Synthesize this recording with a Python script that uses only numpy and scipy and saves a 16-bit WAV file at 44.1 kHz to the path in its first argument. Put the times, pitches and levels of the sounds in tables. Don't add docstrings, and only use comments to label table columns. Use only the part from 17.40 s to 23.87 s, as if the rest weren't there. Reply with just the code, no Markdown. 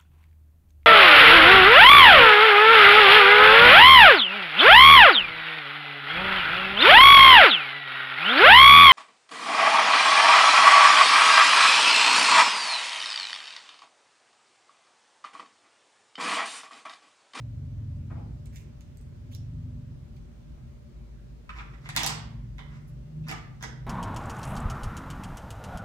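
import sys
import numpy as np
from scipy import signal
from scipy.fft import rfft, irfft
from scipy.io import wavfile
from scipy.ndimage import uniform_filter1d

SR = 44100
rng = np.random.default_rng(int(sys.argv[2]) if len(sys.argv) > 2 else 0)


def transcribe(u):
    v = np.clip(np.atleast_2d(u).T, -1, 1)
    q = np.round(v * 32767).astype(np.int16)
    wavfile.write(sys.argv[1], SR, q)


N = 285194

# (pitch [Hz], width of the first of two resonances [Hz], relative level [dB])
TRAY_MODES = [(763, 220, 2), (1036, 230, 6.5), (1456, 480, 4), (2040, 440, 5)]
RIM_MODES = [(2700, 800, 2.5), (3500, 1000, 1.5), (5200, 2200, -5.5)]
TABLE_MODES = [(214, 90, 0.5), (330, 88, -4.5), (458.5, 32.4, 3.5), (748, 310, -2.5)]
CLACK_MODES = [(5980, 1800, 3.5), (8200, 1300, -1.5), (10870, 3150, -2), (14500, 2900, -2)]


def gain_of(db):
    return 10 ** (np.asarray(db) / 20)


def evened(x):
    return x / np.sqrt(np.mean(x ** 2) + 1e-20)


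def read(points, hz):
    f, value = np.transpose(points)
    return np.interp(np.log(hz + 1), np.log(f + 1), value)


def curve(rows, column):
    rows = np.array(rows)
    return np.interp(np.arange(N) / SR, rows[:, 0], rows[:, column])


def within(rows, fade):
    t0, t1 = rows[0][0], rows[-1][0]
    return np.interp(np.arange(N) / SR, [t0 - fade, t0, t1, t1 + fade], [0, 1, 1, 0])


def resonate(x, hz, width):
    r = np.exp(-np.pi * width / SR)
    return 2 * signal.lfilter([1 - r], [1, -r * np.exp(2j * np.pi * hz / SR)], x).real


def ring(x, modes):
    click = np.eye(1, 2000)[0]
    both = np.vstack([x, np.pad(click, (0, x.shape[1] - 2000))])
    out = 0
    for k, (hz, width, db) in enumerate(modes):
        mode = resonate(resonate(both, hz, width), hz, 3 * width)
        out = out + (-1) ** k * gain_of(db) * mode
    return out[:-1] / np.linalg.norm(out[-1])


def contacts(times, db, lean_db, length, lag, hz=None, width=None):
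    out, u = np.zeros((2, N)), np.arange(2000) / SR
    chance = rng.standard_normal((len(times), 2000))
    chance[:, 0] = 2.64
    for k, noise in enumerate(chance):
        burst = gain_of(db[k]) * noise * np.exp(-u / max(length[k], 1e-4))
        if hz is not None:
            rung = resonate(resonate(burst, hz[k], width), hz[k], 1.6 * width)
            burst = rung * .77 * np.linalg.norm(burst) / np.linalg.norm(rung)
        for ear, (weight, late) in enumerate([(1.5, lag), (-2.0, 0)]):
            at = round(times[k] * SR + late)
            out[ear, at:at + 2000] += gain_of(weight * lean_db[k] / 2) * burst
    return out


def pieces():
    # (time [s], level [dB], ring of the piece [Hz],
    # hard-edge share before rim and clack scaling [dB], table share [dB],
    # lean to the left before ear weights [dB], upper ring [Hz], upper share [dB], tray share [dB])
    knocks = [(4.093, -33, 1350, -22, -39, -2, 2200, -4.5, -22),
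              (4.186, -39, 2300, -24, -31, -1.5, 3500, -9, -10),
              (4.203, -37, 1310, -38, -28, 0, 2450, -9.5, -12),
              (4.336, -55.5, 1990, -16, -11, -6, 3170, -8.5, -8),
              (4.458, -40.5, 2030, -24, -14, -3, 3280, -9, -8),
              (4.490, -33, 1930, -5.5, -21, -1.5, 3260, -5, -10),
              (4.551, -43, 1800, -6.5, -8, -8, 3000, -8, -8),
              (4.5637, -24, 2040, 2.5, -21, -1, 3820, 0, -3.5),
              (4.571, -26, 810, -4, -13, -2.5, 2780, 2, -3),
              (4.593, -30, 2000, -0.5, -18, -1.5, 3000, -5, -8),
              (4.601, -31, 1000, -11, -17, -4.5, 2500, 1.5, -13),
              (4.6336, -32.5, 785, 6.5, -16, -3, 3300, -1.5, -5),
              (4.645, -34, 810, -6, -13, -1, 1800, -5, -8),
              (4.6637, -32, 980, 8.5, -18, -2, 3600, -12, -10),
              (4.675, -37, 2230, -3, -18, -3, 3300, -1, -9), (4.692, -39, 1090, 5, -14, -1.5, 3000, -1, -8),
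              (4.706, -38.5, 930, -5, -13.5, 0.5, 2900, -5, -14),
              (5.182, -45, 2020, -11, -14, -3.5, 3300, -7, -7),
              (5.189, -45, 1020, -16, -13, -3.5, 3250, -3, -3),
              (5.211, -50.5, 2000, -20, -12, -2.5, 3200, -9, -6),
              (5.838, -63, 2580, -12, -18, -4.5, 3460, -5, -12),
              (5.884, -38.5, 1800, -2, -12, -3, 4800, -4, -7),
              (5.892, -35.5, 1810, -7, -11, -3.5, 2580, -4.5, -3.5),
              (5.913, -33, 2130, -4, -10, -3.5, 2900, -7, -5),
              (5.925, -33.5, 1130, -20, -16, 0.5, 2100, -8.5, -12),
              (6.2263, -40, 1700, 2, -10, -1.5, 3600, -2, -3), (6.237, -40, 1940, -6, -7, -4, 5300, -6, -1)]
    # (loudest time [s], level [dB], time to swell by 20 dB [s],
    # bright share before the body levels [dB])
    slides = [(4.178, -49, 0.08, -9), (4.345, -68, 0.22, -3), (4.455, -56, 0.05, -1),
              (4.604, -36.5, 0.005, 0), (4.699, -38, 0.0433, -0.5), (5.32, -60, 0.06, -10),
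              (5.364, -66.5, 0.1, -0.5), (5.874, -50.5, 0.018, -4), (5.9, -47.5, 0.015, 1),
              (6.21, -56.5, 0.015, -1), (6.24, -49.5, 0.014, -2)]
    s, db, hz, edge_db, table_db, lean_db, upper_hz, upper_db, tray_db = np.transpose(knocks)

    length = 0.0044 * gain_of(0.25 * (-34 - db))
    own = contacts(s, db, lean_db, length, -10.0, hz, 300)
    own = own + contacts(s, db + upper_db, lean_db, length, -7.0, upper_hz, 700)
    tray = contacts(s, db + tray_db, lean_db, length, 1.6)
    rim = contacts(s, db + edge_db - 3, lean_db, length * 0.78, -6.0)
    table = contacts(s, db + table_db, lean_db, length * 2.36, 5.5)
    clack_db = db + 1.38 * edge_db + 1.5
    clack = contacts(s, clack_db, lean_db, np.full(len(s), 7e-4), -8.0)

    roughness = evened(uniform_filter1d(rng.standard_normal(N), 100))
    grit = rng.standard_normal(N) * gain_of(4.0 * roughness)
    s, db, swell, bright_db = np.transpose(slides)[..., None]
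    u = np.arange(N) / SR - s
    fade_db_per_s = 340
    strokes = evened(grit) * gain_of(db + np.minimum(20 * u / swell, -fade_db_per_s * u))

    def to_ears(x):
        return gain_of([[-1.5], [1.5]]) * np.array([x, np.roll(x, shift=8)])

    slide = to_ears(strokes.sum(0))
    bright = to_ears((gain_of(bright_db) * strokes).sum(0))
    out = own + ring(tray + slide, TRAY_MODES)
    out = out + ring(rim + gain_of(-5.0) * bright, RIM_MODES)
    out = out + ring(table + gain_of(-10.5) * slide, TABLE_MODES)
    return out + ring(clack + gain_of(-21.0) * bright, CLACK_MODES)


def cards():
    # (time [s], level [dB], lower share [dB], ring of the card [Hz])
    flicks = [(1.058, -54, -6.5, 7700), (1.159, -49, -5, 6900), (1.408, -55, -7, 6960),
              (1.572, -54, -22, 7850), (1.613, -58, -20, 8000), (1.9494, -42.5, -16, 5400),
              (2.765, -66, 1, 5000)]
    s, db, low_db, hz = np.transpose(flicks)
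    length = 0.0025 * gain_of(0.26 * low_db)
    lean_db = np.full(len(s), -4.5)
    snap = contacts(s, db, lean_db, length * .5, 20.0)
    flex = contacts(s, db + low_db, lean_db, length * 4, 20.0)
    own = contacts(s, db - 0.5, lean_db, length * 0.54, 20, hz, 1200)
    return ring(snap, CLACK_MODES) + ring(flex, TRAY_MODES[3:] + RIM_MODES) + own + drags()


def drags():
    # (start [s], length [s], level [dB], first pitch [Hz], last pitch [Hz])
    scrapes = [(1.122, .13, -64.5, 2000, 2596), (1.912, .05, -62, 2490, 4510),
               (5.472, .04, -72, 11000, 11500)]
    width_hz, hiss_db = 1000, -3
    body, hiss = np.zeros((2, N))
    for s, length, db, first_hz, last_hz in scrapes:
        noise = rng.standard_normal((2, 6000))
        u = np.minimum(np.arange(6000) / SR / length, 1)
        turn = np.exp(2j * np.pi * np.cumsum(first_hz + (last_hz - first_hz) * u) / SR)
        scuff = evened((uniform_filter1d(noise[0], round(SR / width_hz)) * turn).real)
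        at, shape = round(s * SR), gain_of(db) * np.sin(np.pi * u ** 0.63)
        body[at:at + 6000] += shape * scuff
        hiss[at:at + 6000] += shape * gain_of(hiss_db) * noise[1]
    both = body + ring(hiss[None], CLACK_MODES)[0]
    return gain_of([[-1.5], [3.4]]) * np.array([np.roll(both, shift=20), both])


def thuds():
    # (time [s], level [dB], tray share [dB], time to swell to the peak [s])
    landings = [(0.698, -49, -8.5, 0.011), (0.742, -55, -16, 0.028), (3.161, -67, -8, 0.015)]
    s, db, tray_db, length = np.transpose(landings)[..., None]
    u = np.maximum(np.arange(N) / SR - s, 0) / length
    blows = gain_of(db) * u * np.exp(1 - u) * rng.standard_normal(N)
    both = np.ones((2, 1))
    table = ring(both * blows.sum(0), TABLE_MODES)
    return table + ring(both * (gain_of(tray_db) * blows).sum(0), TRAY_MODES)


def room(x):
    # (pitch [Hz], time to fall by 60 dB [s])
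    decay = [(250, 0.82), (700, 0.65), (2000, 0.58), (4500, 0.46), (8000, 0.3), (14000, 0.24)]
    # (pitch [Hz], relative level [dB])
    walls = [(300, -1), (2000, -5), (6000, -2), (8500, 3), (11000, -8.5), (15000, -14)]
    taps = np.zeros((2, SR))
    at = np.arange(100, SR - 20, 20) + rng.integers(0, 20, (2, (SR - 101) // 20))
    np.put_along_axis(taps, at, rng.choice([-1., 1.], at.shape), 1)
    hz, t, z = signal.stft(taps, SR, nperseg=256)
    early = 1 + 1.04 * np.exp(-((t - .011) / 0.0058) ** 2)
    fall_db = read(walls, hz)[:, None] - 60 * t / read(decay, hz)[:, None]
    tail = signal.istft(z * early * gain_of(fall_db), SR, nperseg=256)[1]
    return signal.fftconvolve(x, tail / np.linalg.norm(tail[0]), axes=1)[:, :N]


def street():
    # (time [s], speed [cycles per second])
    idle_speed = [(0, 23.4), (1.1, 21.4), (1.95, 20.8), (2.05, 22.5), (2.7, 21.4)]
    pull_speed = [(4.4, 21.2), (4.74, 21.7), (5.23, 24.0), (6.1, 26.8), (6.47, 25)]
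    # (time [s], level [dB])
    idle_level = [(0.0, -39), (0.55, -37), (0.83, -35.5), (1.2, -45), (1.41, -46.5), (1.96, -43),
                  (2.2, -36), (2.42, -38.5), (2.7, -45.5)]
    pull_level = [(4.4, -52), (4.6, -45.5), (5.06, -41.5), (5.3, -43.5), (5.67, -46.5), (5.81, -36.5),
                  (5.98, -42.5), (6.47, -45)]
    # (pitch [Hz], relative level [dB])
    idle_pipe = [(60, -13.5), (90, -2.5), (112, -2), (135, -4.5), (155, -10.5), (185, -24.5), (245, -16),
                 (300, -32)]
    pull_pipe = [(60, -6), (90, -27), (112, 1), (135, -5), (152, 2), (170, -18.5), (230, -17), (300, -31)]
    idling = engine(idle_speed, idle_level, idle_pipe, 0.11)
    return idling + engine(pull_speed, pull_level, pull_pipe, .02)


def engine(speed, level, pipe, drift):
    hz = curve(speed, 1)
    turns, out = np.cumsum(hz) / SR, 0
    coarse = np.arange(N) / 100
    for order in range(2, 14):
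        waver = evened(uniform_filter1d(rng.standard_normal(N // 100 + 2), 80))
        waver_db = 3.12 * np.interp(coarse, np.arange(len(waver)), waver)
        slip = rng.standard_normal(N // 100 + 2)
        slip = evened(uniform_filter1d(uniform_filter1d(slip, 25), 25))
        slip = drift * np.interp(coarse, np.arange(len(slip)), slip)
        phase = order * turns + slip + rng.random()
        out = out + gain_of(read(pipe, order * hz) + waver_db) * np.cos(2 * np.pi * phase)
    return gain_of(curve(level, 1)) * out * within(level, 0.26)


def hum():
    # (pitch [Hz], width of each of two resonances [Hz], level [dB])
    bands = [(52.2, 6.6, -48), (125.86, 12.2, -54.5), (229.3, 17.5, -61), (353.7, 12, -71.5),
             (587.6, 38, -69.5)]
    out = 0
    for hz, width, db in bands:
        a, b = rng.standard_normal((2, N))
        ears = np.array([a + b * hz / 600, a - b * hz / 600])
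        out = out + gain_of(db) * evened(resonate(resonate(ears, hz, width), hz, width))
    return out


def air():
    # (pitch [Hz], relative level [dB])
    colour = [(15, -44), (25, -14), (43, -5), (65, -5.5), (85, -36), (128, -7.5), (221, -22.5),
              (267, -24.5), (351, -26), (589, -36), (639, -37.5), (6300, -52), (13500, -65.5),
              (15100, -57.5), (16800, -82)]
    # (pitch [Hz], left-right correlation)
    likeness = [(60, 0.74), (180, 0.49), (550, -0.21), (1650, 0.036), (4970, -0.12), (15000, 0.17)]
    frames, hz = N // 512 + 5, np.fft.rfftfreq(2048, 1 / SR)
    a, b, c, d, patches = rng.standard_normal((frames, 1025, 5)).T
    patches = evened(uniform_filter1d(uniform_filter1d(patches, 16, 0), 8, 1))
    same, left = np.clip(read(likeness, hz), -1, 1)[:, None], a + 1j * b
    z = np.array([left, same * left + np.sqrt(1 - same ** 2) * (c + 1j * d)])
    z *= gain_of(read(colour, hz)[:, None] + 1.0 * patches)
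    sound = signal.istft(z, nperseg=2048, noverlap=1536)[1][:, :N]
    return gain_of(-46) * evened(sound)


def scene():
    # (pitch [Hz], left minus right [dB])
    shade = [(500, 1), (2500, 1.5), (5500, -4), (9500, 3)]
    far, near = pieces() + thuds(), cards()
    lean = gain_of(read(shade, np.fft.rfftfreq(N, 1 / SR)) / 2)
    far = irfft(rfft(far) * np.array([lean, 1 / lean]), N)
    outside = street()
    echoes = gain_of(1.5) * room(far + gain_of(-5.0) * near)
    return far + near + echoes + outside + hum() + air()


def record(dry):
    low_cut_hz, edge_hz = 45, 16800
    cut = signal.sosfilt(signal.butter(4, low_cut_hz, "high", fs=SR, output="sos"), dry)
    band_limit = signal.firwin(511, edge_hz, window=("kaiser", 9), fs=SR)
    return signal.oaconvolve(cut, band_limit[None], "same")


dry = scene()
out = record(dry)
transcribe(out)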